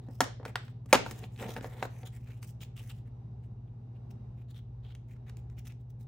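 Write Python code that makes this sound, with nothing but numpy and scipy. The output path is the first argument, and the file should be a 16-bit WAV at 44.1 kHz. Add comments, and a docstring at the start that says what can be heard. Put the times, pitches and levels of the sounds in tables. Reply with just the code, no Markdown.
"""Tabs snap as a hand presses a perforated door in a hollow cardboard box: fibres crack, the panels
and cavity ring. The fingers reach into the plastic tray and turn a small toy over, with grainy
skin friction and dry ticks. Behind them an appliance hums over a low rush of house noise.
The room is quiet and furnished; a phone close by hears it through two microphone ports."""
import sys
import numpy as np
from scipy import signal
from scipy.fft import rfft, irfft, next_fast_len
from scipy.io import wavfile
from scipy.ndimage import uniform_filter1d, map_coordinates

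SR = 44100
rng = np.random.default_rng(int(sys.argv[2]) if len(sys.argv) > 2 else 0)


def int16_out(signal):
    """Quantize to a 16-bit WAV file."""
    q = np.round(np.clip(np.atleast_2d(signal).T, -1, 1) * 32767)
    wavfile.write(sys.argv[1], SR, q.astype(np.int16))


N = 267731


def amp(db):
    """Decibels to gain."""
    return 10 ** (np.asarray(db) / 20)


def unit(x):
    """Scale to rms 1."""
    return x / np.sqrt(np.mean(x ** 2) + 1e-20)


def along(points, hz):
    """Read (Hz, value) points on a log axis."""
    f, v = np.transpose(points)
    return np.interp(np.log(hz + 1), np.log(f + 1), v)


def wobble(rate_hz):
    """Smooth random curve, rate_hz knots a second."""
    knots = rng.standard_normal(int(N * rate_hz / SR) + 4)
    return map_coordinates(knots, [np.arange(N) * rate_hz / SR])


def filtered(x, response):
    """Apply a complex frequency response."""
    size = next_fast_len(x.shape[-1] + 2048)
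    return irfft(rfft(x, size) * response(np.fft.rfftfreq(size, 1 / SR)), size)[..., :x.shape[-1]]


def mode(f, hz, width_hz):
    """One causal resonance."""
    return 1j * f * width_hz / (hz * hz - f * f + 1j * f * width_hz)


def spread(pair, coherence):
    """Mix two unrelated signals to left and right of a given coherence."""
    angle = lambda f: np.arccos(np.clip(along(coherence, f), -1, 1)) / 2
    mid, side = filtered(pair, lambda f: np.array([np.cos(angle(f)), np.sin(angle(f))]))
    return np.array([mid + side, mid - side])


# appliance tones: f/Hz, rms level/dB, unsteadiness/0-1
HUM_TONES = [(104.7, -52, .2), (120.3, -46, .08), (52, -60, .5), (66.6, -57, .4), (136, -61, .4),
             (161, -64, .8), (208, -70, .8), (240.5, -68, .3)]
def hum():
    """Appliance tones waver in strength and phase, nearly alike on both sides."""
    t = np.arange(N) / SR
    tones = np.zeros(N)
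    for hz, db, unsteady in HUM_TONES:
        waver = (1 + unsteady * (wobble(5.4) + 1j * wobble(9.2))) / np.sqrt(1 + 2 * unsteady ** 2)
        carrier = np.exp(2j * np.pi * (hz * t + rng.random()))
        tones += amp(db) * np.sqrt(2) * np.real(waver * carrier)
    left = np.roll(tones, 2)  # the left port is two samples further away
    return np.array([left, tones]) * amp([[.15], [-.15]])


# house noise spectrum: f/Hz, density/dB
AIR_SPECTRUM = [(12, -31.5), (25, -10.5), (55, -6), (80, -0.5), (105, -6), (150, -1.5), (220, -4),
                (290, -13), (400, -11), (560, -20.5), (780, -20), (1700, -37.5), (2800, -43.5), (6000, -53),
                (16000, -65.5)]
# faint fuzzy whines: f/Hz, width/Hz, level over the noise/dB
AIR_WHINES = [(802, 70, 4), (2780, 110, 6), (3817, 130, 9), (4786, 110, 8), (5760, 120, 10)]
# left-right likeness of the noise: f/Hz, coherence/0-1
AIR_COHERENCE = [(60, 1.0), (180, 1.0), (550, 0.28), (1650, 0.082), (4970, 0.01), (15000, 0.06)]
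def air(level_db=-56.5):
    """Steady low rush of the house over the microphone's own hiss."""
    whines = lambda f: 1 + sum((amp(db) - 1) * mode(f, hz, width) for hz, width, db in AIR_WHINES)
    noise = filtered(rng.standard_normal((2, N)), lambda f: amp(along(AIR_SPECTRUM, f)) * whines(f))
    return amp(level_db + 1.5 * wobble(4.4)) * unit(spread(noise, AIR_COHERENCE))


def stick_slip():
    """Gain curve of skin slipping in small uneven catches."""
    return amp(0.47 * wobble(60) + 1.1 * wobble(120) + 1.6 * wobble(400) + 4.1 * wobble(2500))


def add_stroke(out, start_s, length_s, db, colour, catches, settle_s=.006):
    """One stroke of grainy noise swells and fades; the skin lets go slowly."""
    at = round(start_s * SR)
    t = np.arange(round((length_s + 0.052) * SR)) / SR
    rise = t / (0.0096 + 0.2 * length_s)
    fall = (length_s - t) / (0.0075 + .3 * length_s) + .5
    swell = np.sin(np.pi / 2 * np.clip(np.minimum(rise, fall), 0, 1)) ** 2
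    swell = signal.lfilter([1], [1, -np.exp(-1 / (settle_s * SR))], swell) / (settle_s * SR)
    grain = np.resize(catches[at:], len(t)) * rng.standard_normal((2, len(t)))
    out[:, at:at + len(t)] += amp(db) * filtered(swell * grain, colour) / np.std(filtered(grain, colour))


# hollow box modes: f/Hz, width/Hz, level/dB
BOX_MODES = [(205, 50, -1.5), (261, 10, -6), (306, 70, -12.5), (453, 53, 0), (521.3, 54, 0), (610, 70, -5),
             (750, 50, 1.5), (896, 50, 0.5), (1076, 170, -8), (1370, 91, -6.5), (1820, 190, -5.5)]
def box_rumble(f):
    """Response of panels and cavity to soft skin, which drives the low modes most."""
    modes = sum((-1) ** k * amp(db) * mode(f, hz, width) for k, (hz, width, db) in enumerate(BOX_MODES))
    return modes / (1 + f / 220)


# finger slides: t/s, length/s, scrape level/dB, ring f/Hz, hiss re scrape/dB
SLIDES = [(0, 0.074, -77, 4200, -8), (0.087, 0.12, -78.5, 3000, 10), (0.448, 0.048, -58, 2010, -5),
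          (0.6, .11, -80, 3000, 4.5), (0.872, 0.12, -61, 2010, -1.5), (1.038, 0.064, -59, 1270, 0),
          (1.102, 0.018, -51, 1970, -1), (1.123, 0.13, -64.5, 2850, 1.7), (1.209, 0.033, -56, 2650, -15),
          (1.284, 0.12, -75.5, 2510, 3), (1.371, 0.088, -50, 2740, -5), (1.456, 0.088, -55.5, 3440, -0.2),
          (1.545, 0.039, -52, 1530, -7), (1.607, 0.066, -58, 1950, -1.5), (1.669, 0.16, -61.5, 2080, -5),
          (1.804, 0.054, -55, 4150, -1), (1.878, 0.15, -69, 2570, 2), (2.046, 0.031, -52, 3300, -0.5),
          (2.109, 0.065, -64, 2090, -2), (2.18, 0.098, -77.5, 2500, -0.2), (2.244, 0.089, -63.5, 2500, -6),
          (2.325, 0.074, -74.5, 2810, -2), (2.403, 0.05, -65.5, 2700, 4), (2.458, 0.046, -72.5, 3040, 13),
          (2.593, 0.045, -55.5, 3250, 0), (2.645, 0.019, -79, 3050, -0.1),
          (2.752, 0.062, -56.5, 2930, -1.5), (2.808, 0.09, -70.5, 2020, 7), (2.881, 0.031, -54, 2930, -4),
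          (2.921, 0.084, -76.5, 3300, 0.4), (3.044, 0.04, -74.5, 1890, -9), (3.415, 0.048, -78, 2690, -5),
          (3.66, .02, -76, 2990, -15), (3.937, .03, -74, 2790, -19.5), (4.097, 0.014, -65, 2780, 4.05),
          (4.352, 0.078, -77.5, 2740, -8), (4.471, 0.051, -69.5, 3810, -5), (4.529, 0.06, -64, 3490, -7),
          (4.813, 0.12, -67.5, 3320, -20.5), (5.069, 0.067, -72, 2210, -2.5),
          (5.143, 0.023, -70.5, 1500, -15), (5.254, 0.043, -63, 2000, -9.5),
          (5.368, 0.025, -71.5, 2300, 1.4), (5.495, 0.029, -77.5, 2010, -5.5),
          (5.561, 0.035, -61.5, 2470, -2), (5.64, 0.038, -62.5, 2747, 7), (5.681, 0.039, -64.5, 2400, -10),
          (5.79, 0.022, -81, 3990, 4), (5.889, 0.016, -75, 3000, 6.5), (5.983, 0.045, -76.5, 3806, 5.5)]
# scrape spectrum: f/Hz, density/dB
SCRAPE_SPECTRUM = [(600, -36.5), (1200, -3), (2000, -4.5), (2700, -7.5), (3800, -7.5), (5000, -17),
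                   (8000, -25)]
# friction hiss, with the phone microphone's lift near 15 kHz: f/Hz, density/dB
HISS_SPECTRUM = [(3000, -24.5), (5000, 1.5), (7000, 0.5), (9000, -1), (11500, -2.5), (13200, -8),
                 (14300, 3), (15800, 1.5)]
def rubs(lift_s=2.04, grip_db=2.2):
    """Fingers slide on card and plastic and ring the hollow, less once the hand lifts off the box."""
    out = np.zeros((2, N + SR))
    scrape_catches, hiss_catches, rumble_catches = [stick_slip() for _ in range(3)]
    clumps = amp(2.2 * wobble(90) + 1.5 * wobble(250))  # the finest fibres crackle in clumps
    for start_s, length_s, db, ring_hz, hiss_db in SLIDES:
        knots = rng.standard_normal(40)  # each grip damps the many small modes differently
        grip = lambda f: amp(grip_db * np.interp(f, np.linspace(0, SR / 2, len(knots)), knots))
        hiss_hz = 7100 * rng.normal(1, .15)
        scrape_ring = lambda f: 1 + 3 * mode(f, ring_hz, .24 * ring_hz)
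        hiss_ring = lambda f: 1 + 0.84 * mode(f, hiss_hz, 0.12 * hiss_hz)
        scrape = lambda f: amp(along(SCRAPE_SPECTRUM, f)) * scrape_ring(f) * grip(f)
        hiss = lambda f: amp(along(HISS_SPECTRUM, f)) * hiss_ring(f) * grip(f)
        rumble_db = 6.5 if start_s < lift_s else -8
        add_stroke(out, start_s, length_s, db, scrape, clumps * scrape_catches)
        add_stroke(out, start_s, length_s, db + hiss_db, hiss, clumps * hiss_catches)
        add_stroke(out, start_s, length_s, db + rumble_db, box_rumble, rumble_catches)
    return out[:, :N]


# finger presses: t/s, length/s, level/dB
PRESSES = [(0.064, 0.047, -58.5), (0.379, 0.082, -55), (0.968, 0.03, -43), (1.401, 0.11, -47.5),
           (1.552, 0.02, -39), (2.015, 0.028, -50.5), (2.268, 0.025, -55)]
def presses():
    """Fingers bend the box without sliding, and it rumbles."""
    out = np.zeros((2, N + SR))
    catches = stick_slip()
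    for start_s, length_s, db in PRESSES:
        add_stroke(out, start_s, length_s, db, box_rumble, catches)
    return out[:, :N]


def box_knock(t, knock_hz, rise_s=0.00061):
    """The panels take up a blow just after the crack; modes near knock_hz are struck hardest."""
    ring = np.zeros(len(t))
    for hz, width_hz, db in BOX_MODES:
        strength = amp(db - 7.6 * np.log2(hz / knock_hz) ** 2 + 1.8 * rng.normal())
        gripped_hz = hz * rng.normal(1, .02)  # the grip shifts each mode
        phase = 2 * np.pi * gripped_hz * t + rng.normal(0, 0.7)
        ring += strength * np.exp(-np.pi * width_hz * t) * np.sin(phase)
    return ring * (1 - np.exp(-t / rise_s))


# treble click spectrum: f/Hz, gain/dB
CLICK_SPECTRUM = [(2500, -30), (5000, -1.5), (7000, 1), (10000, -5), (13000, -9.5), (16000, -7)]
# crack spectrum: f/Hz, gain/dB
CRACK_SPECTRUM = [(300, -21), (1000, -2.5), (2500, -3), (4500, -6.5), (7000, -17.5), (16000, -42.5)]
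def fibre_breaks(events, rise_s=0.00055, spike_s=0.00089):
    """Fibres break in milliseconds: a bright click, a pitched crack and a knock that rings the box."""
    t = np.arange(SR // 8) / SR
    decay = lambda t60_s: amp(-60 * t / t60_s)
    attack = (1 - np.exp(-t / rise_s)) * (1 + .8 * np.exp(-t / spike_s))  # the first fibres part at once
    clicks, cracks, knocks = np.zeros((3, N + SR))
    for start_s, db, click_db, knock_db, crack_hz, knock_hz, t60_s in events:
        fibres = rng.standard_normal(len(t)) * attack * decay(t60_s)
        crack = fibres + 3 * filtered(fibres, lambda f: mode(f, crack_hz, 0.34 * crack_hz))
        knock = box_knock(t, knock_hz) * decay(6 * t60_s)  # the hand damps the panels
        at = round(start_s * SR)
        clicks[at:at + len(t)] += amp(db + click_db) * fibres * decay(0.24)
        cracks[at:at + len(t)] += amp(db) * crack
        knocks[at:at + len(t)] += amp(db + knock_db) * knock
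    low_cut = lambda f: (1j * f / (120 + 1j * f)) ** 2  # a small box radiates little bass
    return (filtered(clicks[:N], lambda f: amp(along(CLICK_SPECTRUM, f)))
            + filtered(cracks[:N], lambda f: amp(along(CRACK_SPECTRUM, f)))
            + filtered(knocks[:N], low_cut))


# tab snaps and finger knocks: t/s, crack drive/dB, click re drive/dB, knock re drive/dB, knock f/Hz
TAB_SNAPS = [(0.0861, -58.5, -7, 24, 223), (0.2055, -11, -6.5, -6.5, 745), (0.214, -21.5, -8, 2, 202),
             (0.3993, -61.5, -28, 24, 269), (0.4296, -53, -34, 11.5, 530),
             (0.452, -31.5, -12.5, -6.5, 1150), (0.46, -41, -12, 7, 385),
             (0.5561, -18.5, -20.5, -16.5, 770), (0.6804, -44, -34, -13.5, 436),
             (0.859, -54.5, -1, 14, 202), (0.9298, -11.5, -5, 3, 797.3), (0.9334, -14, -1, 2, 769.6),
             (0.9425, -11.5, -30, -31, 490), (0.9483, -18, -11, 2, 447), (0.9534, -11, -21, -9, 430),
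             (1.0624, -33, -16, -0.5, 905), (1.1103, -34, -1, -8.5, 191), (1.4257, -34, -18, -4.5, 524),
             (1.5646, -31, -34, -4, 993), (1.571, -52, -29, 1, 210), (1.5818, -43, -26, 8, 264),
             (1.6093, -42.5, -12, 8, 215), (1.6442, -38.5, -23, 2.5, 670), (1.6547, -46, -19, 10, 314),
             (1.8264, -25, -24, 0.5, 520), (1.8519, -39, -27, 5, 509)]
def snaps(flap_hz=1466, t60_s=.025):
    """Tabs snap and fingers knock; the size of the flap that lets go sets each crack's pitch."""
    return fibre_breaks([(start_s, db, click_db, knock_db, flap_hz * rng.normal(1, .06), knock_hz, t60_s)
                         for start_s, db, click_db, knock_db, knock_hz in TAB_SNAPS])


# the tear's first tab snap (0.93 s) and thin ticks: t/s, crack drive/dB, crack f/Hz, click re drive/dB
SHORT_CRACKS = [(0.241, -34.5, 3370, 2.5), (0.9279, -5, 2450, -12), (1.2392, -38, 2800, -30),
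                (1.3613, -45.5, 3350, -19), (1.377, -48, 2780, -9), (2.0315, -43, 2533, -23.5),
                (2.4284, -38, 1935, -8.5), (2.6311, -39, 2764, -19), (2.648, -53, 2880, -0.5),
                (2.7767, -43.5, 2796, -11.5), (2.9017, -42, 2690, -9.5), (4.9507, -42.5, 2966, -9.5),
                (5.296, -40, 1680, -11), (5.3695, -51, 2404, 3), (5.4993, -56, 1996, -7),
                (5.67, -47, 2680, 2.5), (5.7214, -51.5, 1950, -4.5)]
def short_cracks(knock_db=-16, knock_hz=207, t60_s=0.014):
    """One loud snap starts the tabs tearing; the rest are nail or fibre ticks on card or plastic."""
    return fibre_breaks([(start_s, db, click_db, knock_db, crack_hz, knock_hz, t60_s)
                         for start_s, db, crack_hz, click_db in SHORT_CRACKS])


# room decay: f/Hz, t60/s
ROOM_T60 = [(200, 0.58), (1000, 0.22), (4000, 0.41), (12000, 0.14)]
def room(x, predelay_s=.005):
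    """Walls scatter the sound into noise; the power in each band dies at its own rate."""
    hz, t, spectrum = signal.stft(x, SR, nperseg=256)
    power = uniform_filter1d(np.abs(spectrum) ** 2, size=3, axis=0)
    kept_per_frame = amp(-2 * 60 * t[1] / along(ROOM_T60, hz))
    for k in range(1, len(t)):
        power[:, k] = kept_per_frame * power[:, k - 1] + (1 - kept_per_frame) * power[:, k]
    noise = signal.stft(rng.standard_normal((2, N)), SR, nperseg=256)[2]
    diffuse = unit(np.abs(noise)) * np.exp(1j * np.angle(noise))
    wet = signal.istft(diffuse * np.sqrt(np.abs(power)), SR, nperseg=256)[1]
    return np.pad(wet, ((0, 0), (round(predelay_s * SR), 0)))[:, :N]


# phase of the box between the ports: f/Hz, left lead/rad
PORT_PHASE = [(200, .15), (1200, .2), (2800, .9), (3700, .6), (4600, 1.2), (6000, 1.1), (9000, .9),
              (16000, .4)]
# left-right likeness of the fingers: f/Hz, coherence/0-1
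FINGER_COHERENCE = [(200, 1), (700, 0.98), (2400, .6), (4400, 0.39), (8000, 0.67), (15000, 1)]
def scene():
    """Hands and box close by, the room around; the box reaches each port by a slightly different path."""
    breaks = snaps() + short_cracks()
    fingers = rubs() + presses()
    ports = filtered(breaks, lambda f: np.exp(.5j * np.outer([1, -1], along(PORT_PHASE, f))))
    reverb = amp(-9.5) * room(breaks + amp(-1) * fingers[0])
    return ports + spread(fingers, FINGER_COHERENCE) + reverb + hum() + air()


def record(dry):
    """The phone keeps nothing above its band limit."""
    limit_hz = 15900
    return filtered(dry, lambda f: 1 / (1 + (f / limit_hz) ** 120))


dry = scene()
out = record(dry)
int16_out(out)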